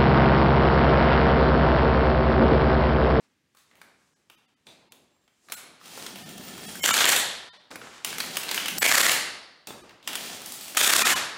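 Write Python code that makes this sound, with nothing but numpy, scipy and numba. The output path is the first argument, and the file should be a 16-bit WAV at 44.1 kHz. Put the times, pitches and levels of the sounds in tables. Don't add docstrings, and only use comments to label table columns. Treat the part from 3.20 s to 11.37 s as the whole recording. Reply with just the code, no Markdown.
import sys
import numpy as np
from scipy import signal
from scipy.fft import rfft, irfft
from scipy.io import wavfile
from scipy.ndimage import uniform_filter1d
from numba import njit

SR = 44100
rng = np.random.default_rng(int(sys.argv[2]) if len(sys.argv) > 2 else 0)


def wav_out(sig):
    wavfile.write(sys.argv[1], SR, np.round(np.clip(np.atleast_2d(sig).T, -1, 1) * 32767).astype(np.int16))


def ratio_of_db(decibels):
    return 10 ** (np.asarray(decibels, float) / 20)


N = 360297
SPLIT_HZ = 5500

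# (time [s], level [dB], treble [dB], bass [dB])
RUSTLE = [
    [(0.0, -55, -2, -10), (0.2, -81, -24, -6.5), (0.42, -78, 15, -10), (0.55, -66.5, -1, 8.5),
     (0.85, -70.5, 5, -1), (1.45, -79, 0, -1), (1.47, -79, 30, 30.5), (1.7, -61.5, -25, 0),
     (1.73, -64, 3, 11.5), (1.92, -80, -5, 8.5), (2.2, -72, 6, -10), (2.34, -65.5, 11, 16.5),
     (2.52, -58, -5, 1), (2.62, -54, -16, -15)],
    [(4.5, -71.5, -39, -25), (4.506, -44.5, 0.5, 4.5), (4.86, -47.5, -12, -9)],
    [(6.46, -72, -12, -6), (6.482, -46, 3, 8.5), (6.808, -56.5, -30, -5), (6.89, -50, 22, 10)],
]
# (frequency [Hz], level [dB])
RUSTLE_COLOUR = [(24, -44), (40, -19), (243, -4), (337, -5), (1120, -9.5), (1520, -15.5), (5580, -23.5),
                 (7360, -24), (16000, -47)]
# (time [s], peak [dB], bass [dB], treble [dB], sent to hall [dB], ring [Hz])
KNOCKS = [(0.3485, -54, -8, 0, 10, 1280), (0.3704, -47.5, -31, -2, 10.5, 4700),
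          (0.5124, -51, -10, -16, 9, 1930), (0.554, -53.5, -7, 0, 11, 2620),
          (0.615, -37.5, -27, -7, 5, 1490), (1.0992, -42, -8.5, -4.5, 6, 2880),
          (1.4682, -37.5, -25, -16, 9.5, 3610), (1.721, -41, -25, 2, 2.5, 3460),
          (1.9644, -69, 0, -7, 2, 1250), (2.0394, -66, -1, -5, 4, 3540), (2.0778, -52, -12.5, -11, 6, 3150),
          (2.2858, -40, -19, -9, 6, 1390), (2.299, -38.5, -4.5, -4, 12, 4230),
          (2.3209, -22.5, -21, 4, 5, 3020), (2.613, -43, -16, -23, 11, 1230),
          (2.7758, -37.5, 0, 2, 8, 1340), (2.8644, -24, -15, -7, 3, 3200), (2.9577, -33.5, -8, -1, 9, 2930),
          (3.091, -37.5, -20, 5, 7, 3270), (3.1793, -37.5, -5.5, 6, -1, 3430),
          (3.2086, -41, -2, -16, 2, 2860), (3.379, -38, -2, 5, 5, 1760), (3.5544, -34, -17, 5, 4.5, 1720),
          (3.6104, -23.5, 0, -11, 7, 1930), (4.5128, -30, -25, -16, 3, 1450),
          (4.557, -29.5, -7, -2.5, 1, 1790), (4.6155, -32.5, -21, -30, 5, 1360),
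          (4.6713, -37, -11, -27, -2, 1350), (4.7294, -58, -22, -15, 4, 1720),
          (4.7694, -51.5, -14, -19, 2, 1320), (4.8467, -18, -25, 3, 3.5, 2860),
          (4.8734, -29, -11, -8, 6, 2200), (4.9274, -25.5, -24, -12, 6, 1650),
          (4.983, -25.5, -13, 4, 7, 2200), (5.0025, -14, -24, -9, 2, 4440), (5.039, -29, -15, -31, 4, 1900),
          (5.1604, -28, -22, -8, 0, 4380), (5.1693, -18.5, -15, 4.5, 2.5, 2940),
          (5.233, -27.5, -22, 4, 5, 2480), (5.2842, -23, -18, -15, 3, 4470),
          (5.2904, -22, -22, -7, 6, 4400), (5.3126, -14.5, -18, -3, 2.5, 3040),
          (5.3442, -20, -25, 2.5, 8.5, 2280), (5.3775, -14.5, -21, -24, 5.5, 3000),
          (5.458, -22, -20, 1, 2, 3040), (5.4822, -15.5, -37, -2.5, 5.5, 2820),
          (5.583, -20, -8, 11.5, 5.5, 4540), (6.4713, -31, -11, 3.5, 6, 2550),
          (6.5057, -37.5, 4.5, -17, 5, 2710), (6.5804, -49, 1, -3, 10, 1240),
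          (6.693, -37.5, -31, -15, 3.5, 2720), (6.7078, -43, -22, -17, 0, 1750),
          (6.8278, -40, -19, -12, 13, 2940), (6.8753, -18, -26, -0.5, 2.5, 2870),
          (6.8882, -31, -22, -10, 4, 2800), (6.931, -24, -24, -2, -1, 2890), (6.9541, -19, -28, 1, 2, 3140),
          (7.2178, -33, -12.5, 1.5, 4, 3600), (7.2597, -38, -6, 13, 8, 2380),
          (7.321, -35.5, -13.5, 12, 9, 4470), (7.41, -33, -14, 4, 10, 4600),
          (7.481, -36.5, -16, 8, 9, 2440), (7.5484, -31, -15, 4, 7, 1730)]
# (frequency [Hz], width [Hz], level [dB])
SOCKET_TONES = [(3535, 150, 0), (3830, 130, -1), (5800, 33, -16), (6360, 30, -19), (8600, 28, -13),
                (4500, 60, -11)]
# (time [s], ring [dB])
SOCKET_TAPS = [(.36, -79), (1.098, -66), (1.468, -47), (1.722, -61), (4.513, -64), (6.472, -41)]
# (frequency [Hz], level [dB])
WHINE = [(7472, -83), (14917, -91)]
# (start [s], end [s])
WHINE_SPAN = (1.8, 3.7)
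# (time [s], gears [dB], treble [dB], hum [dB], hum [Hz])
MOTOR = [
    [(2.6, -55.5, -2.5, -67, 200), (2.78, -44, -1, -52, 231), (3.01, -47, -3.5, -46, 180),
     (3.522, -43, -3.5, -44.5, 244), (3.624, -45, 4, -45, 205), (3.63, -39, -7, -47, 210)],
    [(4.85, -38, -6, -57, 215), (4.878, -39.5, -5, -51, 223), (5.054, -41, -1, -46, 194),
     (5.308, -37, -5, -56, 230), (5.61, -39.5, -1, -40, 179)],
    [(6.88, -36.5, -11, -60, 206), (7.03, -40.5, -3.5, -50, 211), (7.542, -47.5, 1.5, -62, 211),
     (7.57, -28, -19, -58, 241)],
]
# (frequency [Hz], width [Hz], level [dB])
HOUSING_TONES = [(1360, 200, -6), (1780, 130, -5), (3270, 200, 0), (4700, 150, -7), (5420, 200, -7),
                 (7080, 250, -6), (8250, 200, -8), (10650, 350, -5), (14650, 400, -1)]
# (frequency [Hz], level [dB])
GEAR_COLOUR = [(18, -53.5), (30, -30), (127, -7), (170, 0.5), (554, -10), (740, -6), (1070, -12.5),
               (3220, -8), (6050, -14), (10500, -20), (12300, -26.5), (14800, -18.5), (16000, -35.5)]
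# (time [s], ring [dB])
HOUSING_RING = [(2.9, -20), (3.05, -7), (3.63, -6), (4.85, -18), (6.9, -18), (7.5, -13)]
# (time [s], peak [dB], treble [dB], dip of the phone's volume [dB])
BLOWS = [(3.6332, -15.5, 3, -2), (3.6391, -6, -21.5, -2.5), (3.6593, -8, -3.5, -9), (3.69, -8, -15.5, -5),
         (3.7078, -8.5, -23, 3), (3.7401, -7, -4, -4.5), (3.747, -10, -9, -1), (3.7669, -14, 2, -1.5),
         (3.7782, -11.5, -18, -0.5), (3.7867, -12, -14, -0.5), (3.8053, -8.5, -15, 4),
         (3.8145, -18, -13.5, 1), (3.842, -5, -25.5, -1.5), (3.8541, -7, -3, -9), (3.8617, -5, -15, -3),
         (3.8806, -13.5, -26, 1), (3.8904, -8, 1, -0.5), (3.9006, -16.5, 1, -4.5), (3.918, -13.5, -2, 4),
         (3.931, -14, -20, -0.5), (3.9625, -10.5, 0, -1), (5.6104, -7.5, -23.5, 0.5),
         (5.619, -11.5, -27, 1), (5.6282, -6.5, -12, -9), (5.653, -10.5, -15, -1), (5.6621, -5, -9.5, -8.5),
         (5.6939, -13, -18, -5.5), (5.7149, -5.5, -14, -4.5), (5.7227, -7.5, -1, -8), (5.7534, -9, -3, -10),
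         (5.7768, -20, -7, 4.5), (5.7825, -28, 1, -8), (5.8043, -8, -21, -1.5), (5.8131, -12, 2, -11),
         (5.8322, -7, -16, -4.5), (5.8647, -9, -17.5, -7.5), (5.8941, -7, -19, -4), (5.917, -18, 8.5, -1),
         (7.5685, -13.5, -11, 3.5), (7.5709, -14.5, 5.5, -2), (7.579, -16, -1, -4.5),
         (7.6067, -11.5, -28, -3), (7.612, -3.5, -19, -6.5), (7.6458, -10, -4, -5), (7.6758, -8.5, -2, -8),
         (7.7009, -6.5, -13, -1), (7.7054, -21, 5, -8.5), (7.735, -4, -6, -10), (7.7634, -6.5, 1, -9.5),
         (7.7918, -7.5, -19, -4.5), (7.8199, -7.5, -12, -4), (7.8695, -7, -7, -2.5), (7.8775, -18, 2.5, -3),
         (7.903, -10.5, -10, 0.5), (7.9242, -16, -19, 0)]
# (time [s], level [dB], treble [dB])
POUNDING = [
    [(3.64, -19, -4), (3.918, -36.5, 5.5), (3.98, -22.5, -6)],
    [(5.62, -20.5, -2), (5.842, -18.5, -3.5), (5.94, -29, 2)],
    [(7.575, -19.5, 1), (7.933, -21, -6), (7.94, -21, -8)],
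]
# (frequency [Hz], width [Hz], level [dB])
STEEL_TONES = [(700, 69, -4), (1640, 630, 0), (2996, 83, 0), (4470, 300, -2), (6840, 290, -4),
               (11500, 84, -8), (11400, 77, -12)]
# (frequency [Hz], level [dB])
POUND_COLOUR = [(24, -56), (40, -77), (199, -4), (243, -8), (733, -4), (1070, -5.5), (1630, -2.5),
                (2440, -2.5), (3470, -2), (5310, -3.5), (7170, 1), (14800, -6), (16000, -13)]
ANVIL_HZ = [1250, 1640, 1900, 2276, 3140, 3533]
# (frequency [Hz], time to fall by 60 dB [s])
HALL = [(100, 0.92), (300, 0.99), (1000, 0.9), (2500, 0.71), (4500, 0.89), (7000, 0.5), (10000, 0.52),
        (14000, 0.24)]
# (frequency [Hz], level [dB])
ROOM_COLOUR = [(15, -41.5), (25, -18), (256, -9), (1020, -31), (1190, -25), (1440, -28), (1610, -19),
               (6740, -29), (14800, -40), (16000, -42)]
# (centre [s], length [frames], tones kept [count], preference for
THINNED = [(.95, 1, 6, .4), (1.165, 1, 9, .2), (1.27, 1, 7, .2), (1.355, 1, 7, .4), (1.70, 1, 7, .3),
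           (2.358, 1, 9, .2), (3.045, 1, 24, .3), (3.47, 1, 20, .3), (3.62, 1.4, 10, .6), (3.723, 1, 6, .1),
           (4.312, 1.6, 8, .2), (4.387, 1, 12, .2), (5.602, 1.4, 4, .5), (6.625, 1, 20, .3),
           (7.841, 1, 3, 0), (7.949, 1, 2, 0)]


def unit(x):
    return x / np.sqrt(np.mean(x ** 2))


def band(x, lo_hz, hi_hz):
    return signal.sosfilt(signal.butter(2, [lo_hz, min(hi_hz, .45 * SR)], "band", fs=SR, output="sos"), x)


def split(x, at_hz):
    hz = np.fft.rfftfreq(len(x), 1 / SR)
    low = irfft(rfft(x) / (1 + (hz / at_hz) ** 4), len(x))
    return unit(low), unit(x - low)


def tilt(x, db, treble_db):
    low, high = split(x, SPLIT_HZ)
    return ratio_of_db(db) * (low + ratio_of_db(treble_db) * high)


def colour(x, points, peaks=(), peak_db=0.):
    hz = np.maximum(np.fft.rfftfreq(len(x), 1 / SR), 1)
    curve_hz, curve_db = np.transpose(points)
    gain = ratio_of_db(np.interp(np.log(hz), np.log(curve_hz), curve_db))
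    lift = sum(1 / (1 + (2 * (hz - f) / w) ** 2) for f, w, _ in peaks)
    return unit(irfft(rfft(x) * gain * (1 + (ratio_of_db(peak_db) - 1) * lift), len(x)))


def play(tables, fade=.006):
    t, rows = np.arange(N) / SR, np.vstack(tables)
    gate = sum((t >= table[0][0]) & (t < table[-1][0]) for table in tables)
    curves = [np.interp(t, rows[:, 0], column) for column in rows.T[1:]]
    return uniform_filter1d(1. * gate, int(fade * SR) + 1), curves


def held(times, values):
    index = np.searchsorted(times, np.arange(N) / SR, "right") - 1
    return 1. * np.asarray(values)[np.maximum(index, 0)]


def grains(rate, scatter_db):
    ticks = rng.random(N) < rate / SR
    return ticks * rng.standard_normal(N) * ratio_of_db(scatter_db * rng.exponential(size=N))


def walk(rate):
    k = int(SR / rate)
    steps = np.repeat(rng.standard_normal(N // k + 1), k)
    return unit(uniform_filter1d(uniform_filter1d(steps, k), k)[:N])


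def bursts(times, db, rise, t60, spike_db=6.):
    t = np.arange(int(.5 * SR)) / SR
    fall = np.exp(-np.log(1000) * t / t60)
    contact = ratio_of_db(spike_db) * np.exp(-t / 0.00058)
    shape = (1 - np.exp(-t / rise)) * (fall + contact)
    train = np.zeros(N)
    np.add.at(train, (np.asarray(times) * SR).astype(int), ratio_of_db(np.asarray(db)))
    return signal.fftconvolve(train, shape / shape.max())[:N]


@njit
def moving_band(x, hz, width):
    y, b, l = np.empty(len(x)), 0., 0.
    for i in range(len(x)):
        g, k = np.tan(np.pi * hz[i] / SR), width / hz[i]
        v = (b + g * (x[i] - l)) / (1 + g * (g + k))
        b, l, y[i] = 2 * v - b, l + 2 * g * v, k * v
    return y


def quiet_room():
    return ratio_of_db(-68.5) * colour(rng.standard_normal(N), ROOM_COLOUR)


def rustle():
    gate, (db, treble_db, bass_db) = play(RUSTLE, fade=0.0022)
    rubbing = rng.standard_normal(N) + 0.23 * unit(grains(170.0, scatter_db=6.5))
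    shuffle, rest = split(colour(rubbing, RUSTLE_COLOUR), 1180.0)
    soft = tilt(rest, db - 6 + 3.6 * walk(30), treble_db)
    return gate * (soft + ratio_of_db(db + bass_db - 1.5 + 2.1 * walk(15)) * shuffle)


def knocks():
    s, db, bass_db, treble_db, room_db, ring_hz = np.transpose(KNOCKS)
    tone = [(100, -29), (250, 1), (1200, 7), (12000, -2.5), (16000, -5.5)]  # (Hz, dB)
    steel = colour(rng.standard_normal(N), tone)
    body, crack = split(steel, SPLIT_HZ)
    thud, middle = split(body, 1000.)
    middle = unit(1.09 * middle + unit(moving_band(steel, held(s, ring_hz), 390.0)))
    # (sound, level [dB], time to die away [s])
    parts = [(thud, db + bass_db + 1.5, .05), (middle, db - 0.5, .04), (crack, db + treble_db - 1.5, .03)]

    def struck(extra_db):
        return sum(x * bursts(s, part_db + extra_db, 0.00024, t60, spike_db=-4.0)
                   for x, part_db, t60 in parts)

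    return struck(0), struck(room_db)


def socket():
    shake = rng.standard_normal(N)
    ring = unit(sum(ratio_of_db(db) * unit(band(shake, f - w / 2, f + w / 2)) for f, w, db in SOCKET_TONES))
    s, db = np.transpose(SOCKET_TAPS)
    return ring * bursts(s, db, 0.00067, 0.42, spike_db=-11.0)


def motor():
    gate, (gear_db, treble_db, hum_db, hum_hz) = play(MOTOR, fade=0.026)
    t = np.arange(N) / SR
    teeth = rng.standard_normal(N) + .5 * unit(grains(400., scatter_db=2.0))
    housing = unit(sum(ratio_of_db(db) * unit(band(teeth, f - w / 2, f + w / 2)) * ratio_of_db(3.6 * walk(17))
                       for f, w, db in HOUSING_TONES))
    ring_db = np.interp(t, *np.transpose(HOUSING_RING))
    mesh = unit(band(colour(teeth, GEAR_COLOUR), 270, 17000)) + ratio_of_db(ring_db) * housing
    gears = tilt(mesh, gear_db + 2 + 1.4 * walk(25), treble_db + 1.2 * walk(23))
    hum = unit(moving_band(moving_band(rng.standard_normal(N), hum_hz, 61.0), hum_hz, 120.0))
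    rumble = unit(band(colour(rng.standard_normal(N), GEAR_COLOUR), 61, 600))
    running = gears + ratio_of_db(hum_db - 2.5) * (0.97 * hum + 1.46 * rumble)
    start, end = WHINE_SPAN
    whine_on = uniform_filter1d(1. * (t > start) * (t < end), 300) * ratio_of_db(3.1 * walk(42))
    whine = sum(ratio_of_db(db + 5) * np.sin(2 * np.pi * f * t) for f, db in WHINE)
    return gate * running + whine_on * whine


def hammer():
    s, db, treble_db, _ = np.transpose(BLOWS)
    leading_hz = held(s, rng.choice(ANVIL_HZ, len(s)))
    steel = colour(rng.standard_normal(N), POUND_COLOUR, STEEL_TONES, peak_db=2.5)
    body, treble = split(steel, SPLIT_HZ)
    body = unit(body + 0.44 * unit(moving_band(body, leading_hz, 400.)))
    blows = body * bursts(s, db - 3, 0.00052, 0.0353, spike_db=-5.5)
    blows += treble * bursts(s, db + treble_db - 3, 0.00042, 0.021, spike_db=-5.0)
    gate, (level_db, bright_db) = play(POUNDING)
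    rattle = unit(grains(3000., scatter_db=1.4)) + 0.68 * rng.standard_normal(N)
    chatter = colour(rattle, POUND_COLOUR, STEEL_TONES, peak_db=2.5)
    chatter = chatter + 0.36 * unit(moving_band(chatter, leading_hz, 270.0))
    chatter = tilt(chatter, level_db - 1.5 + 1.3 * walk(150), bright_db)
    return band(blows + gate * chatter, 150.0, 20000)


def hall(x, hop=128):
    grid = dict(nperseg=4 * hop, noverlap=3 * hop)
    hz, _, sound = signal.stft(x, SR, **grid)
    noise = signal.stft(rng.standard_normal(N), SR, **grid)[2]
    hall_hz, hall_s = np.transpose(HALL)
    t60 = np.interp(np.log(hz + 1), np.log(hall_hz), hall_s)
    keep = np.exp(-2 * np.log(1000) * hop / SR / t60)
    power = uniform_filter1d(np.abs(sound) ** 2, size=3, axis=0)
    tail = np.array([signal.lfilter([0, 0, 0, 0, 1 - k], [1, -k], p) for k, p in zip(keep, power)])
    loudness = np.sqrt(np.maximum(tail, 0) / np.mean(np.abs(noise) ** 2))
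    return signal.istft(loudness * noise, SR, **grid)[1][:N]


def scene():
    cloth = rustle()
    near, far = knocks()
    running, pounding = motor(), hammer()
    wet = hall(ratio_of_db(-6.5) * (far + running + cloth) + ratio_of_db(-0.5) * pounding)
    return (near + socket() + pounding + running + cloth + wet + quiet_room())[None]


def limiter(x, lag=0.0033, recover=.012):
    t, gain_db = np.arange(N) / SR, np.zeros(N)
    for s, _, _, dip_db in BLOWS:
        span = slice(int((s + lag) * SR), int((s + .09) * SR))
        since = t[span] - s - lag
        gain_db[span] += dip_db * np.exp(-(since / recover) ** 2)
    return x * ratio_of_db(uniform_filter1d(gain_db, 40))


def thin_out(x, left_db=-24, makeup_db=4.):
    x = x.copy()
    for centre, frames, count, bias in THINNED:
        n = int(frames * .038 * SR)
        start = int(centre * SR) - n // 2
        at = slice(start, start + n)
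        window = np.sqrt(signal.windows.tukey(n, 1 / frames))
        bins = rfft(x[at] * window)
        loud = np.abs(bins) * np.arange(len(bins)) ** bias
        peaks = signal.find_peaks(loud, distance=18)[0]
        keep = np.full(len(bins), ratio_of_db(left_db))
        keep[:12] = 1
        for k in peaks[np.argsort(loud[peaks])[-count:]]:
            keep[k - 1:k + 2] = ratio_of_db(makeup_db)
        x[at] = x[at] * (1 - window ** 2) + irfft(bins * keep, n) * window
    return x


def roll_off(x):
    return signal.sosfilt(signal.butter(12, 16970, fs=SR, output="sos"), x)


def record(dry):
    x = signal.sosfilt(signal.butter(2, 60., "high", fs=SR, output="sos"), dry[0])
    x = np.tanh(1.18 * limiter(x)) / 2.055
    x = signal.sosfilt(signal.ellip(8, .3, 38, 15850, fs=SR, output="sos"), thin_out(x))
    return roll_off(x[None])


dry = scene()
out = record(dry)
wav_out(out)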